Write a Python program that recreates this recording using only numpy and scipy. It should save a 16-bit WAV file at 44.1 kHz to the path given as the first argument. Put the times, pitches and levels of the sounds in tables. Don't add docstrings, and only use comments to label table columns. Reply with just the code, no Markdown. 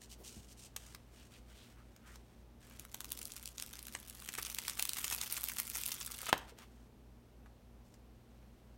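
import sys
import numpy as np
from scipy import signal
from scipy.fft import rfft, irfft, next_fast_len
from scipy.io import wavfile
from scipy.ndimage import uniform_filter1d, map_coordinates

SR = 44100
rng = np.random.default_rng(int(sys.argv[2]) if len(sys.argv) > 2 else 0)


def transcribe(u):
    v = np.clip(np.atleast_2d(u).T, -1, 1)
    q = np.round(v * 32767).astype(np.int16)
    wavfile.write(sys.argv[1], SR, q)


N = 387021


def amp(db):
    return 10 ** (np.asarray(db) / 20)


def unit(x):
    return x / np.sqrt(np.mean(x ** 2) + 1e-20)


def along(points, hz):
    freq_hz, value = np.transpose(points)
    return np.interp(np.log(hz + 1), np.log(freq_hz + 1), value)


def curves(rows):
    times, *columns = np.transpose(rows)
    return [np.interp(np.arange(N) / SR, times, column) for column in columns]


def wobble(rate):
    knots = rng.standard_normal(int(N * rate / SR) + 4)
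    return map_coordinates(knots, [np.arange(N) * rate / SR])


def add(track, s, sound):
    part = track[round(s * SR):][:len(sound)]
    part += sound[:len(part)]


def colour(x, points):
    size = 2 * next_fast_len(len(x) // 2 + 1024)
    cepstrum = irfft(np.log(amp(along(points, np.fft.rfftfreq(size, 1 / SR)))))
    cepstrum[1:size // 2] *= 2
    cepstrum[size // 2:] = 0
    return irfft(rfft(x, size) * np.exp(rfft(cepstrum)))[:len(x)]


def noise(points):
    return unit(colour(rng.standard_normal(N), points))


def grains(rate, spread_db, ring_s, ring_db):
    unevenness = np.minimum(rng.standard_normal(N), 2)
    sizes = (rng.random(N) < rate / SR) * amp(spread_db * unevenness)
    fade = np.exp(-2 / (ring_s * SR))
    energy = signal.lfilter([1 - fade], [1, -fade], sizes ** 2)
    rattle = np.sqrt(energy) * rng.standard_normal(N)
    return unit(sizes * rng.choice([-1, 1], N) + amp(ring_db) * rattle)


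def patchy(x, depth_db):
    spectrum = signal.stft(x, nperseg=256)[2]
    field = rng.standard_normal(spectrum.shape)
    field = uniform_filter1d(field, size=8, axis=0)
    field = uniform_filter1d(field, size=4, axis=1)
    gain = unit(amp(depth_db * unit(field)))
    return signal.istft(spectrum * gain, nperseg=256)[1][:N]


# pitch_hz [Hz], level_db [dB rms]
HUM_TONES = [(55.64, -68), (58.67, -63), (94, -77), (120, -68.5), (195.1, -81), (235.5, -76), (240, -74)]
# freq_hz [Hz], gain_db [dB]
RUMBLE_SPECTRUM = [(22, -32), (40, 12.5), (100, 6), (160, 2.5), (230, 9.5), (290, -6), (450, -38.5)]
ROOM_NOISE_SPECTRUM = [(170, -18.5), (300, 1.5), (700, -5.5), (1600, -16), (3100, -19.5), (7000, -25),
                       (15500, -30.5)]


def background(rumble_db=-65, hiss_db=-67):
    t = np.arange(N) / SR
    hum = np.zeros(N)
    for k, (pitch_hz, level_db) in enumerate(HUM_TONES):
        hum += (-1) ** k * np.sqrt(2) * amp(level_db) * np.sin(2 * np.pi * pitch_hz * t)
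    return hum + amp(rumble_db) * noise(RUMBLE_SPECTRUM) + amp(hiss_db) * noise(ROOM_NOISE_SPECTRUM)


# start_s [s], length_s [s], hiss_db [dB before hiss gain], rub_db [dB before rub gain]
STROKES = [(0, 2.43, -83, -78.5), (0.009, 0.051, -59.5, -78), (0.099, 0.041, -53, -75),
           (0.244, 0.051, -51.5, -74), (0.298, .11, -59.5, -76), (0.421, 0.049, -62.5, -73),
           (0.488, 0.039, -57, -78), (0.575, 0.1, -57.5, -82), (0.777, .18, -64.5, -69),
           (1.119, 0.17, -69, -72), (1.306, 0.089, -67.5, -71), (1.474, 0.26, -71.5, -69.5),
           (2.064, .11, -67, -70), (2.609, .24, -71, -68.5), (6.377, 0.079, -70, -66),
           (6.476, .03, -67, -59.5), (6.575, 0.071, -73, -62.5), (6.65, .22, -80, -80),
           (7.85, .11, -76, -83), (8.3, .47, -91, -82.5)]
# freq_hz [Hz], gain_db [dB]
SKIN_SPECTRUM = [(1200, -18.5), (2300, -6), (2950, 1), (3500, -3.5), (4600, -0.5), (7200, 1), (9000, -0.5),
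                 (10500, -9), (15500, -15)]
RUB_SPECTRUM = [(300, -8), (800, -10.5), (1400, -4), (3000, -5.5), (12000, -23.5)]


def hands(hiss_gain_db=-1, rub_gain_db=1.5, half_rise_s=.012, release_s=.016):
    t, hiss_power, rub_power = np.arange(N) / SR, np.zeros(N), np.zeros(N)
    for start_s, length_s, hiss_db, rub_db in STROKES:
        end_s = start_s + length_s
        corners = [start_s - half_rise_s, start_s + half_rise_s, end_s - half_rise_s, end_s + release_s]
        stroke = np.interp(t, corners, [0, 1, 1, 0])
        hiss_power += (amp(hiss_db + hiss_gain_db) * stroke) ** 2
        rub_power += (amp(rub_db + rub_gain_db) * stroke) ** 2
    grain = grains(rate=2500, spread_db=6.5, ring_s=.003, ring_db=6.5) * unit(amp(wobble(50)))
    hiss = np.sqrt(hiss_power) * unit(colour(grain, SKIN_SPECTRUM))
    return hiss + np.sqrt(rub_power) * unit(colour(grain, RUB_SPECTRUM))


# freq_hz [Hz], t60_s [s]
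ROOM_DECAY = [(200, 0.41), (4000, 0.35), (14000, 0.15)]


def answer(early_db=-14, tail_db=-16, early_s=0.0095, spread_s=0.003):
    hz, frames, spectrum = signal.stft(rng.standard_normal(SR // 3), SR, nperseg=256)
    decay = amp(-60 * frames / along(ROOM_DECAY, hz)[:, None])
    tail = signal.istft(spectrum * decay, SR, nperseg=256)[1]
    t = np.arange(len(tail)) / SR
    tail *= np.clip(t / 0.01, 0, 1)
    early = colour(rng.standard_normal(len(t)), [(200, -1), (1000, 2.5), (14000, -2.5)])
    early *= np.exp(-((t - early_s) / spread_s) ** 2 / 2)
    early = amp(early_db) * early / np.linalg.norm(early)
    return early + amp(tail_db) * tail / np.linalg.norm(tail)


def room(x):
    out, step = np.zeros(N), SR // 4
    for start in range(0, N, step):
        add(out, start / SR, signal.fftconvolve(x[start:start + step], answer()))
    return out


# start_s [s], level_db [dB before level gain], treble_db [dB re level], contact_s [s]
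TAPS = [(.0174, -58.5, 1.5, 0.0024), (.7632, -41.5, 2.5, 0.0031), (.864, -62, 3.5, 0.0036),
        (.948, -44.5, -4, .0019), (1.963, -59, -2, .0022), (2.157, -53.5, -3, 0.0024),
        (2.7104, -48.5, -19, .002), (6.5867, -51, -4, .0019), (7.4596, -53, -24, .007),
        (7.9407, -61.5, -5, .004)]
# freq_hz [Hz], gain_db [dB]
TAP_SPECTRUM = [(100, -9), (600, -2.5), (1000, -3.5), (1700, 2), (2700, -2), (4200, -2.5), (7000, 4.5),
                (10500, -6), (15500, -9)]


def taps(gain_db=29, settle_s=0.0012):
    out, t = np.zeros(N), np.arange(SR // 25) / SR
    for start_s, level_db, treble_db, contact_s in TAPS:
        scrape = rng.standard_normal(len(t)) * np.exp(-(t / (settle_s + contact_s)) ** 1.6)
        scrape = colour(scrape / np.linalg.norm(scrape), [(1700, 0), (6000, treble_db)])
        add(out, start_s, amp(level_db + gain_db) * colour(scrape, TAP_SPECTRUM))
    return out


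# middle_s [s], level_db [dB rms before the swell], pitch_hz [Hz], length_s [s at half height]
SCUFFS = [(0.212, -58.5, 324, .05), (1.196, -66, 2800, 0.058), (1.348, -65, 2670, 0.049),
          (1.602, -65.5, 3340, 0.12), (1.79, -67, 1260, 0.057), (2.088, -62, 1410, 0.086),
          (3.15, -65.5, 338, 0.27), (6.273, -49.5, 3780, .03), (6.628, -61, 1100, .025)]


def scuffs():
    out = np.zeros(N)
    for middle_s, level_db, hz, length_s in SCUFFS:
        swell = np.hanning(round(2 * length_s * SR))
        resonance = [(hz / 4, -35), (hz / 1.4, -7), (hz, 0), (hz * 1.5, -6), (hz * 4, -28)]
        drag = colour(rng.standard_normal(len(swell)), resonance)
        add(out, middle_s - length_s, amp(level_db) * swell * unit(drag))
    return out


# start_s [s], level_db [dB], pitch_hz [Hz], t60_s [s]
BUMPS = [(.366, -44, 190, 0.078), (0.371, -46.5, 85, 0.2), (6.331, -47, 70, .09), (6.521, -47.5, 480, 0.04)]


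def bumps():
    out, t = np.zeros(N), np.arange(SR // 4) / SR
    for start_s, level_db, pitch_hz, t60_s in BUMPS:
        phase = 2 * np.pi * pitch_hz * t + 0.043 * np.cumsum(rng.standard_normal(len(t)))
        onset = 1 - np.exp(-t / 0.00067)
        add(out, start_s, amp(level_db - 60 * t / t60_s) * np.sin(phase) * onset)
    return out


# time_s [s], pull_db [dB]
PULL = [(2.6, -72), (2.9, -65), (3.08, -56.5), (3.49, -55.5), (3.54, -73), (3.61, -54.5), (3.72, -56.5),
        (4.04, -58), (4.4, -52.5), (4.66, -53), (4.94, -53), (5.08, -46.5), (5.48, -48), (5.66, -50.5),
        (5.75, -45.5), (5.96, -49), (6.28, -48), (6.37, -72)]
SURGE_DB, SURGE_S, SURGE_TEAR_S = -13.5, 0.018, .003


def effort():
    t = np.arange(N) / SR
    pulling = (t > PULL[0][0]) * (t < PULL[-1][0])
    power = pulling * amp(curves(PULL)[0]) ** 2
    swell = np.hanning(round(4 * SURGE_S * SR))
    for start_s, level_db, _, _, tear_s in SNAPS:
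        surge = amp(level_db + SURGE_DB) ** 2 * min(tear_s / SURGE_TEAR_S, 1)
        add(power, start_s - 2 * SURGE_S, surge * swell)
    return np.sqrt(power)


# time_s [s], speed [0-1]
SPEED = [(3.4, 0), (4.2, 0.5), (5.05, 0.72), (5.45, 1), (5.7, .9), (6.1, 0.58), (6.4, 0.1)]
# time_s [s], body_db [dB re crackle before the crackle gain]
LIFT = [(3.3, -10), (5.1, -6), (5.5, -11), (6.17, -8), (6.28, 1.5)]
# freq_hz [Hz], gain_db [dB]
CRACKLE_SPECTRUM = [(1200, -37), (2200, 2.5), (3300, -5.5), (4500, 1.5), (8000, 2.5), (15500, -2.5)]
BODY_SPECTRUM = [(200, -15.5), (600, -12.5), (1400, -1), (1800, -6), (2400, -1.5), (3500, -5.5),
                 (6000, -60)]


def peel(crackle_gain_db=-1.5, slow_air_db=-6, speed_air_db=8, slow_mid_db=-4, speed_mid_db=5):
    speed = curves(SPEED)[0]
    rate = 750 + 1300 * speed ** 2
    clumps = unit(amp(3.64 * wobble(130) + 0.4 * wobble(30)))
    clicks = clumps * grains(rate, spread_db=6.5, ring_s=.0012, ring_db=-2) / np.sqrt(rate)
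    crackle = unit(colour(clicks, CRACKLE_SPECTRUM))
    air = signal.sosfiltfilt(signal.butter(2, 10000, "high", fs=SR, output="sos"), crackle)
    mid = signal.sosfiltfilt(signal.butter(2, 5000, "low", fs=SR, output="sos"), crackle)
    crackle = crackle + (amp(slow_air_db + speed_air_db * speed) - 1) * air
    crackle += (amp(slow_mid_db + speed_mid_db * speed) - 1) * mid
    body = amp(curves(LIFT)[0]) * unit(colour(clicks, BODY_SPECTRUM))
    return patchy(effort() * (amp(crackle_gain_db) * crackle + body), depth_db=3)


LEAD = 400


def snap(db, body_db, air_db, tear_s, clean_s=.0008, ring_s=.0009, gain_db=29, creep_db=-16.5):
    t = np.arange(-LEAD, 2 * LEAD) / SR
    spike = .72 / (1 + (tear_s / clean_s) ** 2)
    grit = rng.standard_normal(len(t)) * amp(3 * rng.standard_normal(len(t)))
    slips = grit * (t > 0) * np.exp(-(np.abs(t) / (ring_s + tear_s)) ** 1.4)
    creep = grit * (t < 0) * np.exp(-np.abs(t) / 0.0032)
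    push = np.sqrt(1 - spike) * slips / np.linalg.norm(slips)
    push += amp(creep_db) * creep / np.linalg.norm(creep)
    push[LEAD] = np.sqrt(spike) * rng.choice([-1, 1])
    mid_db = 1.4 + 0.22 * body_db
    shape = [(150, body_db - 7.0), (550, body_db - 8.5), (1200, body_db + 3.5), (1750, body_db),
             (2500, mid_db), (4800, -2.0), (8300, 1.25), (10500, air_db), (15500, air_db - 5.5)]
    return amp(db + gain_db) * colour(push, shape)


# start_s [s], level_db [dB before snap gain], body_db [dB re level],
# treble_db [dB re level], tear_s [s]
SNAPS = [(2.7965, -47.5, -8, 0.5, .0003), (2.8512, -54.5, 3, 0.5, 0.00045), (2.945, -43, -1, 0.5, .0008),
         (3.006, -44.5, 0, -0.5, .00035), (3.0454, -45.5, -1.5, -3.5, .00036),
         (3.1198, -39, -11, 2, .00034), (3.1744, -47, -14, 0, .0013), (3.2151, -43.5, -10, -3, .0026),
         (3.2293, -48, -24, 1, .0004), (3.2544, -42, -38, -1, .0005), (3.32, -45.5, -19, -6, .00012),
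         (3.3648, -46.5, -26, -3, .0002), (3.4574, -41.5, -28, -4, .00015), (3.4758, -44.5, -22, -5, .0007),
         (3.582, -43, -16, -9, .0001), (3.5992, -40.5, -12, -7.5, .0002),
         (3.6242, -39.5, -12.5, -2, .00045), (3.7907, -49, -10, -1, .0018), (3.8686, -49, -11, 2, .001),
         (3.8831, -46.5, -2.5, -8, 0.00054), (3.951, -37.5, 2, -21, .001), (4.0988, -48, -23, 0.5, .00034),
         (4.2885, -39.5, 1.5, -7, .0023), (4.3388, -46, 5, 0.5, .0025), (4.3521, -43, -2, -2, .0007),
         (4.3839, -40, 7, 0, .0077), (4.4295, -42.5, -27, 1, .0002), (4.45, -42, -7, -7, .0018),
         (4.4613, -43.5, -8, -5, .0026), (4.4998, -42, -11, 0, .0026), (4.5475, -37.5, -28, -3.5, .0003),
         (4.5862, -36, -0.5, -1.5, .0016), (4.6814, -35, -4, -3.5, .0008), (4.697, -37, -8, -6.5, .0011),
         (4.7946, -34, -4, 1, .003), (4.825, -32.5, -14, 1.5, .0008), (4.8534, -37, -9, 0, .0004),
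         (4.8929, -34.5, -14, 0, .0007), (4.9339, -38, -12, -3, .00036), (4.9687, -39.5, -3, -4, .0047),
         (4.985, -40, -3, 2, .0044), (5.0432, -33, -6, -5, .0039), (5.0803, -39.5, -16, -4, .0003),
         (5.1012, -40, -15.5, -2.5, .0007), (5.111, -39.5, -4, -1.5, .0031), (5.1247, -33.5, -4, -3, .0062),
         (5.148, -41.5, -6.5, 2.5, 0.00074), (5.214, -35, -11, -3, .0014), (5.324, -39.5, -5, 8, .004),
         (5.3669, -37, -11, -7, .0054), (5.44, -42.5, -6, 10.5, .0002), (5.4866, -41.5, -9, 9, .00023),
         (5.4973, -42.5, -1, -2, .0039), (5.5842, -36.5, -7, -1, .0067), (5.6002, -39, -5, 8, .0004),
         (5.7, -44.5, -6, 8.5, .0003), (5.836, -38.5, -18, -4, .0002), (5.8627, -38.5, -16, 3.5, .0003),
         (5.9179, -36, -9, -2, .0045), (6.0105, -38.5, -7.5, -15, .0053), (6.2906, -37, 4.5, -7, .0044),
         (6.3784, -48.5, -10.5, 1, .0017)]
LESSER_RATE, LESSER_DB, LESSER_RANGE_DB = 46, .5, 4.2
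LESSER_BODY_DB, LESSER_AIR_DB, LESSER_SPEED_AIR_DB, LESSER_TEAR_S = -18, .5, 3, .00025
FUSE_DB = 2.5


def snaps():
    out = np.zeros(N)
    for start_s, level_db, body_db, air_db, tear_s in SNAPS:
        add(out, start_s - LEAD / SR, snap(level_db, body_db, air_db, tear_s))
    times, pull_db = np.transpose(PULL)
    gap_s = 1 / LESSER_RATE
    slots = np.arange(times[0] + gap_s, RELEASE_S - 2 * gap_s, gap_s)
    chances = rng.uniform(-1, 1, (len(slots), 5))
    for slot, (late, size, body, air, tear) in zip(slots, chances):
        start_s = slot + late * gap_s
        speed = np.interp(start_s, *np.transpose(SPEED))
        level_db = np.interp(start_s, times, pull_db) + LESSER_DB - FUSE_DB * speed + LESSER_RANGE_DB * size
        body_db = LESSER_BODY_DB + 9 * speed + 7 * body
        air_db = LESSER_AIR_DB + LESSER_SPEED_AIR_DB * speed ** 2 + 5 * air
        add(out, start_s - LEAD / SR, snap(level_db, body_db, air_db, LESSER_TEAR_S * 3 ** tear))
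    return out


RELEASE_S = 6.3279
# freq_hz [Hz], gain_db [dB]
SLAP_SPECTRUM = [(25, -37.5), (60, -6.5), (400, 4.5), (680, 5), (980, 8.5), (1300, 5.5), (1680, 5),
                 (2300, -9.5), (3200, -13.5), (4600, -19.5), (15000, -27)]


def release(crack_db=-23, crack_t60=0.018, slap_db=8, trip_s=0.00108, rebound=0.29):
    out, t = np.zeros(N), np.arange(SR // 10) / SR
    crack = colour(rng.standard_normal(len(t)), [(700, -1), (3000, 14.0), (15000, -13.5)])
    add(out, RELEASE_S, amp(crack_db - 60 * t / crack_t60) * crack)
    jolts = amp(-36 - 60 * t / .04) * np.clip(t / .004, 0, 1) * rng.standard_normal(len(t))
    for k in range(3):
        add(jolts, k * trip_s, np.array([-rebound ** k]))
    add(out, RELEASE_S + trip_s, amp(slap_db) * colour(jolts, SLAP_SPECTRUM))
    return out


def scene():
    table = patchy(snaps() + taps(), depth_db=1.3)
    table = table + peel() + hands() + scuffs() + release() + bumps()
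    return (table + room(table) + background())[None]


# freq_hz [Hz], gain_db [dB]
PORT = [(4200, -0.5), (4900, -1), (5700, 0), (7500, -2), (8500, 0), (10400, -1.5), (11200, 1.5)]
TOP_HZ = 16000


def record(dry):
    size = next_fast_len(N + SR // 2)
    hz = np.fft.rfftfreq(size, 1 / SR)
    response = amp(along(PORT, hz)) * (hz < TOP_HZ)
    return irfft(rfft(dry, size) * response, size)[:, :N]


dry = scene()
out = record(dry)
transcribe(out)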